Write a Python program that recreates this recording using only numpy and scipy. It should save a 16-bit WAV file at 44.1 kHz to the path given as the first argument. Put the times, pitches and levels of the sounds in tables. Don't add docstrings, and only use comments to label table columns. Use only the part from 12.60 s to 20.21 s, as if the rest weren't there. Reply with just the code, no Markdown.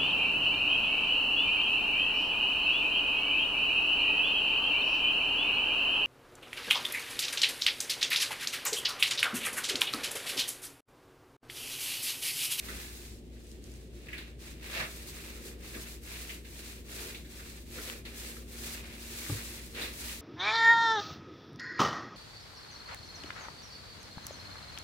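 import sys
import numpy as np
from scipy import signal
from scipy.fft import rfft, irfft
from scipy.io import wavfile
from scipy.ndimage import uniform_filter1d

SR = 44100
rng = np.random.default_rng(int(sys.argv[2]) if len(sys.argv) > 2 else 0)


def output_pcm(signal):
    pcm = np.clip(np.atleast_2d(signal).T, -1, 1) * 32767
    wavfile.write(sys.argv[1], SR, np.round(pcm).astype(np.int16))


N = 335592
T = np.arange(N) / SR
HZ = np.fft.rfftfreq(N, 1 / SR)

# (start [s], speeding up [s], slowing down [s], hiss of the peeling nap [dB], rasp from pressure [dB])
STROKES = [(-0.25, 0.42, .25, -51.5, -52), (0.22, 0.17, .25, -55.5, -60.5), (0.67, .09, 0.14, -69.5, -68.5),
           (0.76, .13, 0.19, -64.5, -68.5), (0.98, 0.11, 0.26, -63, -64.5), (1.24, 0.17, .16, -66, -65),
           (1.38, 0.15, 0.26, -67, -53.5), (1.77, 0.076, 0.16, -55.5, -55), (1.95, 0.17, 0.1, -55, -47),
           (2.069, 0.12, 0.093, -51, -38.5), (2.08, 0.26, 0.29, -53.5, -55.5),
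           (2.36, 0.25, 0.42, -54.5, -53.5), (2.81, 0.047, 0.12, -55, -56.5),
           (2.961, 0.1, 0.36, -54.5, -55.5), (3.049, 0.21, 0.17, -52.5, -55),
           (3.389, 0.15, 0.23, -50.5, -50.5), (3.65, 0.052, 0.14, -52, -55),
           (3.76, 0.31, .19, -53.5, -54.5), (4.215, .18, 0.29, -50, -50), (4.6, 0.2, 0.19, -57, -56.5),
           (4.8, 0.088, 0.2, -55.5, -57.5), (5.02, 0.23, 0.2, -49.5, -51), (5.44, 0.02, 0.12, -61, -52.5),
           (5.47, 0.17, 0.26, -50.5, -52.5), (5.81, 0.29, 0.14, -48, -50.5), (6.14, 0.04, 0.38, -59.5, -52),
           (6.21, 0.45, 0.61, -48, -50.5), (7.114, 0.1, 0.15, -51, -43), (7.25, 0.22, 0.2, -47.5, -50)]
# (pitch [Hz], relative level [dB])
RUB_SPECTRUM = [(100, -28.5), (220, -5.5), (320, -7), (400, -2), (520, -5.5), (700, -32), (1200, -20.5),
                (6000, -53)]


def gain_of(db):
    return 10 ** (np.asarray(db) / 20)


def evened(x):
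    return x / np.sqrt(np.mean(x ** 2) + 1e-20)


def read(points, hz):
    point_hz, value = np.transpose(points)
    return np.interp(np.log(hz + 1), np.log(point_hz + 1), value)


def add(mix, start_s, sound):
    part = mix[max(round(start_s * SR), 0):][:len(sound)]
    part += sound[:len(part)]


def drift(rate_hz):
    size = 4096
    hz = np.fft.rfftfreq(size, N / SR / size)
    noise = rfft(rng.standard_normal(size))
    slow = irfft(noise * np.exp(-(hz / rate_hz) ** 2))
    return np.interp(T, np.linspace(0, T[-1], size), evened(slow))


def grains(per_s, spread_db):
    size_db = spread_db * np.minimum(rng.exponential(1, N), 4)
    size = gain_of(size_db) * rng.standard_normal(N)
    happens = rng.random(N) < per_s / SR
    return evened(size * happens)


def band(x, hz, width, order=2):
    edges = hz * np.array([1 - width / 2, 1 + width / 2])
    edges = np.clip(edges, 20, SR / 2 - 100)
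    return signal.sosfilt(signal.butter(order, edges, "band", fs=SR, output="sos"), x)


def echoes(force, wet_db, near_s=0.0018, t60=0.27):
    t = np.arange(SR // 2) / SR
    near = np.exp(-t / near_s)
    tail = gain_of(-60 * t / t60) ** 2
    spread = near / near.sum() + gain_of(wet_db) ** 2 * tail / tail.sum()
    energy = signal.oaconvolve(force ** 2, spread / spread.sum())[:len(force)]
    return np.sqrt(abs(energy))


def room(force, wet_db):
    return echoes(force, wet_db) * rng.standard_normal((2, N))


def through_panel(x, spectrum, size=8192):
    # (pitch [Hz], width [Hz], boost or cut [dB])
    resonances = [(637.5, 33, 1), (1186, 12, 2.5), (1677, 9.3, 5.5), (1778, 15, 4), (2034, 45, 1),
                  (2210, 54, 1), (2456, 30, 8), (2484, 45, -7), (2630, 14, -2.5), (3480, 110, 1),
                  (4390, 38, -4)]
    hz = np.fft.rfftfreq(size, 1 / SR)
    db = read(spectrum, hz)
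    for centre, width, peak in resonances:
        db = db + peak / (1 + (2 * (hz - centre) / width) ** 2)
    cepstrum = irfft(np.log(evened(gain_of(db))))
    cepstrum[1:size // 2] *= 2
    cepstrum[size // 2 + 1:] = 0
    response = irfft(np.exp(rfft(cepstrum)))[None, :size // 2]
    return signal.oaconvolve(x, response, axes=1)[:, :N]


def microphones(spectra):
    # (pitch [Hz], coherence [0 to 1])
    likeness = [(30, 0.86), (70, 1), (150, 0.76), (350, .88), (700, 0.52), (1300, 0.00028), (16000, 0)]
    same = np.clip(read(likeness, HZ), -1, 1)
    mid = spectra[0] * np.sqrt((1 + same) / 2)
    side = spectra[1] * np.sqrt((1 - same) / 2)
    return irfft(np.array([mid + side, mid - side]), N)


def stroke_db(peaks_db, law, turn_db):
    power = gain_of(turn_db) ** 2
    for (start, rise, fall, _, _), peak_db in zip(STROKES, peaks_db):
        swing = np.interp(T - start, [0, rise, rise + fall], [0, 1, 0])
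        speed = np.sin(np.pi / 2 * swing)
        power = power + (gain_of(peak_db) * speed ** law) ** 2
    return 10 * np.log10(power)


def nap(level_db=5.5, flutter_db=1.47, fizz_hz=9800, brisk_db=-56, dulling=0.42):
    # (pitch [Hz], relative level [dB])
    nap_spectrum = [(100, -16), (400, -22.5), (900, -7), (1500, -8.5), (2500, -6), (4200, 2), (5500, -.5),
                    (8000, 0.5), (9300, -.5), (10300, -2.5), (11800, -1.5), (13500, -3.5), (16000, -5.5)]
    peaks_db = [hiss_db for *_, hiss_db, _ in STROKES]
    speed_db = stroke_db(peaks_db, law=1.54, turn_db=-74)
    snaps = grains(per_s=21000, spread_db=-1.0) * gain_of(speed_db + flutter_db * drift(23))
    hiss = through_panel(room(snaps, wet_db=-9.0), nap_spectrum)
    fizz = signal.sosfiltfilt(signal.butter(6, fizz_hz, "high", fs=SR, output="sos"), hiss)
    below_brisk_db = np.clip(uniform_filter1d(speed_db, size=16000) - brisk_db, -8, 0)
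    return gain_of(level_db) * (hiss - fizz + fizz * gain_of(dulling * below_brisk_db))


def rasp(level_db=3.0, flutter_db=0.88):
    # (pitch [Hz], relative level [dB])
    rasp_spectrum = [(100, -15), (350, -6.5), (550, -3.5), (800, -8), (1100, -6.5), (1500, -2.5), (1900, 1),
                     (2750, 3), (3000, -4), (3900, -2.5), (5200, -10.5), (8000, -19.5), (16000, -23)]
    peaks_db = [rasp_db for *_, rasp_db in STROKES]
    pressure_db = stroke_db(peaks_db, law=1.65, turn_db=-75)
    slips = grains(per_s=3200, spread_db=1.5) * gain_of(pressure_db + flutter_db * drift(24))
    return gain_of(level_db) * through_panel(room(slips, wet_db=-3.5), rasp_spectrum)


def motor(rumble_db=-51.5, waver_db=0.5, waver_hz=1.5, swell_db=0.6):
    # (pitch [Hz], rms level before wavering [dB])
    steady_tones = [(58.5, -50), (63.4, -64), (75, -65.5), (351, -66), (468, -80)]
    # (time [s], rms level [dB])
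    whine_levels = [(0, -62.5), (2.4, -61), (4.6, -62.5), (6.1, -54.5), (7.6, -58)]
    # (pitch [Hz], relative level [dB])
    air_spectrum = [(8, -6), (20, -23), (33, 1), (46, 1), (70, 4.5), (95, 3), (160, 1), (250, -1.5),
                    (360, 0.5), (450, -5), (600, -13), (900, -25.5), (1500, -38), (3000, -23.5),
                    (16000, -64)]
    whine_s, whine_db = np.transpose(whine_levels)
    whine_hz = 233.6
    tones = list(steady_tones) + [(whine_hz, np.interp(T, whine_s, whine_db))]
    clock = T + np.cumsum(0.00096 * drift(1.44)) / SR
    hum = 0
    for hz, db in tones:
        loudness = np.sqrt(2) * gain_of(db + waver_db * drift(waver_hz))
        hum = hum + loudness * np.sin(2 * np.pi * (hz * clock + rng.random()))
    noise = rfft(rng.standard_normal((2, N)))
    air = evened(microphones(noise * gain_of(read(air_spectrum, HZ))))
    return hum + air * gain_of(rumble_db + swell_db * drift(5.6))


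def skids():
    # (middle [s], half length [s], hard scrape [dB], dull rub of the panel [dB])
    drags = [(0.125, 0.052, -59, -53), (2.187, 0.085, -51, -72), (2.207, 0.015, -39.5, -50),
             (2.84, 0.37, -70, -56), (3.168, 0.019, -53.5, -43.5), (4.422, 0.13, -59, -53),
             (5.18, 0.028, -57, -49), (5.32, 0.093, -67, -57), (5.72, 0.46, -74, -57),
             (6.557, 0.11, -69, -65), (7.224, 0.085, -56, -49)]
    # (pitch [Hz], relative level [dB])
    scrape_spectrum = [(80, 2), (300, -11), (560, -16), (650, 9.5), (800, -5), (1300, 4.5), (2000, 0),
                       (4000, -39), (12000, -31)]
    scrape, rub = np.zeros(N), np.zeros(N)
    for middle, half, scrape_db, rub_db in drags:
        swell = np.exp(-((T - middle) / half) ** 2)
        scrape += gain_of(scrape_db) * swell
        rub += gain_of(rub_db) * swell
    slips = grains(per_s=5600, spread_db=-1.5)
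    hard = through_panel(room(slips * scrape, wet_db=14), scrape_spectrum)
    dull = through_panel(room(slips * rub, wet_db=-16), RUB_SPECTRUM)
    return hard + dull


def clacks(width=0.5, upper_hz=3800, upper_width=0.26, level_db=1.5):
    # (time [s], level before level_db [dB], pitch of the lower mode [Hz],
    # brightness: upper mode against lower [dB], fading time of the chatter [s])
    clack_list = [(0.084, -37, 1680, -9, .011), (1.4844, -36.5, 2160, -22, .005),
                  (1.528, -36.5, 2240, -20, 0.018), (1.578, -40.5, 2170, 0, 0.011),
                  (2.058, -45, 2340, -14, 0.015), (2.2, -33, 2010, -22, 0.015),
                  (3.14, -41.5, 2100, -8, 0.017), (3.691, -40, 2540, -19, .022),
                  (3.845, -50, 2220, -6, 0.017), (4.5444, -42.5, 2740, 0.5, 0.014),
                  (4.645, -54, 1980, -3.5, 0.022), (4.79, -49, 1690, -22, 0.015),
                  (5.178, -42, 1700, -12, 0.016), (5.45, -45.5, 2200, 2, .014),
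                  (5.765, -48.5, 1640, -18, 0.0068), (6.662, -38, 1700, -15, .0053),
                  (6.766, -43, 1750, -6, 0.015), (7.147, -45, 2600, 3, .006),
                  (7.2122, -40, 2750, 3.5, 0.034), (7.4903, -36.5, 2330, -3, 0.0034)]
    out, t = np.zeros((2, N)), np.arange(SR // 3) / SR
    for start, db, hz, bright_db, length in clack_list:
        chatter = np.exp(-t / length) * (1 - np.exp(-t / (0.058 * length)))
        loudness = gain_of(db + level_db) * echoes(chatter, wet_db=-2)
        contact_db = -5 + 0.44 * bright_db
        for port, (impacts, hiss) in zip(out, rng.standard_normal((2, 2, len(t)))):
            lower = evened(band(impacts, hz, width, order=4))
            upper = gain_of(bright_db) * evened(band(impacts, upper_hz, upper_width))
            add(port, start, loudness * (lower + upper + gain_of(contact_db) * hiss))
    return out


def ticks(width=0.84, level_db=-3):
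    # (time [s], level before level_db [dB], pitch [Hz])
    strands = [(.8684, -45, 7200), (0.9157, -40.5, 5970), (1.0405, -38.5, 7160), (1.1174, -42, 7800),
               (1.139, -43, 6960), (1.1544, -48, 5500), (5.2989, -22.5, 2130)]
    out, t = np.zeros((2, N)), np.arange(SR // 8) / SR
    snap = echoes(np.exp(-t / 0.001), wet_db=-8, near_s=0.0004)
    for start, db, hz in strands:
        for port, crackle in zip(out, rng.standard_normal((2, len(t)))):
            add(port, start, gain_of(db + level_db) * snap * evened(band(crackle, hz, width)))
    return out


def knock(low_cut_hz=55):
    # (time [s], level before the modes' own levels [dB], contact time [s], lowest pitch woken [Hz])
    contacts = [(6.6961, -27.5, 0.00081, 130), (6.7163, -25, 0.0053, 60)]
    # (pitch [Hz], relative level [dB], time to fade by 60 dB [s])
    thud_modes = [(83.6, -15, 0.2), (107.5, 5.5, 0.15), (126.5, -1.5, 0.24), (152, -19, 0.13),
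                  (225, -12, 0.084), (283, -7.5, 0.175), (297, -13, 0.14), (562, -11, 0.069),
                  (830, -9, 0.052), (1190, -2, 0.032), (1440, -4, 0.025)]
    out, t = np.zeros(N), np.arange(SR // 2) / SR
    hz, mode_db, t60 = np.transpose(thud_modes)[:, :, None]
    for start, db, contact, lowest_hz in contacts:
        share = 1 / (1 + (hz * contact) ** 2) / (1 + (lowest_hz / hz) ** 4)
        fading = gain_of(mode_db - 60 * t / t60)
        ringing = (share * fading * np.sin(2 * np.pi * hz * t)).sum(0)
        add(out, start, -gain_of(db) * ringing * (1 - np.exp(-t / contact)))
    return signal.sosfilt(signal.butter(2, low_cut_hz, "high", fs=SR, output="sos"), out)


def scene(knock_room_db=-18):
    bump = knock()
    bump_echo = gain_of(knock_room_db) * through_panel(room(bump, wet_db=11), RUB_SPECTRUM)
    roller = nap() + rasp() + skids() + clacks() + ticks()
    return microphones(rfft(roller + bump_echo)) + bump + motor()


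def record(dry):
    # (pitch [Hz], difference [dB])
    balance = [(100, 1.6), (350, -0.3), (750, 1.0), (1500, -4.0),
               (2800, 0.0), (5500, 2.0), (9500, -1.5), (14000, 1.5)]
    balance_db = read(balance, HZ)
    pair = irfft(rfft(dry) * gain_of(np.array([balance_db, -balance_db]) / 2), N)
    edge_hz = 15850
    treble_cut = signal.firwin(1023, edge_hz, window=("kaiser", 9), fs=SR)
    return signal.oaconvolve(pair, treble_cut[None], "same")


dry = scene()
out = record(dry)
output_pcm(out)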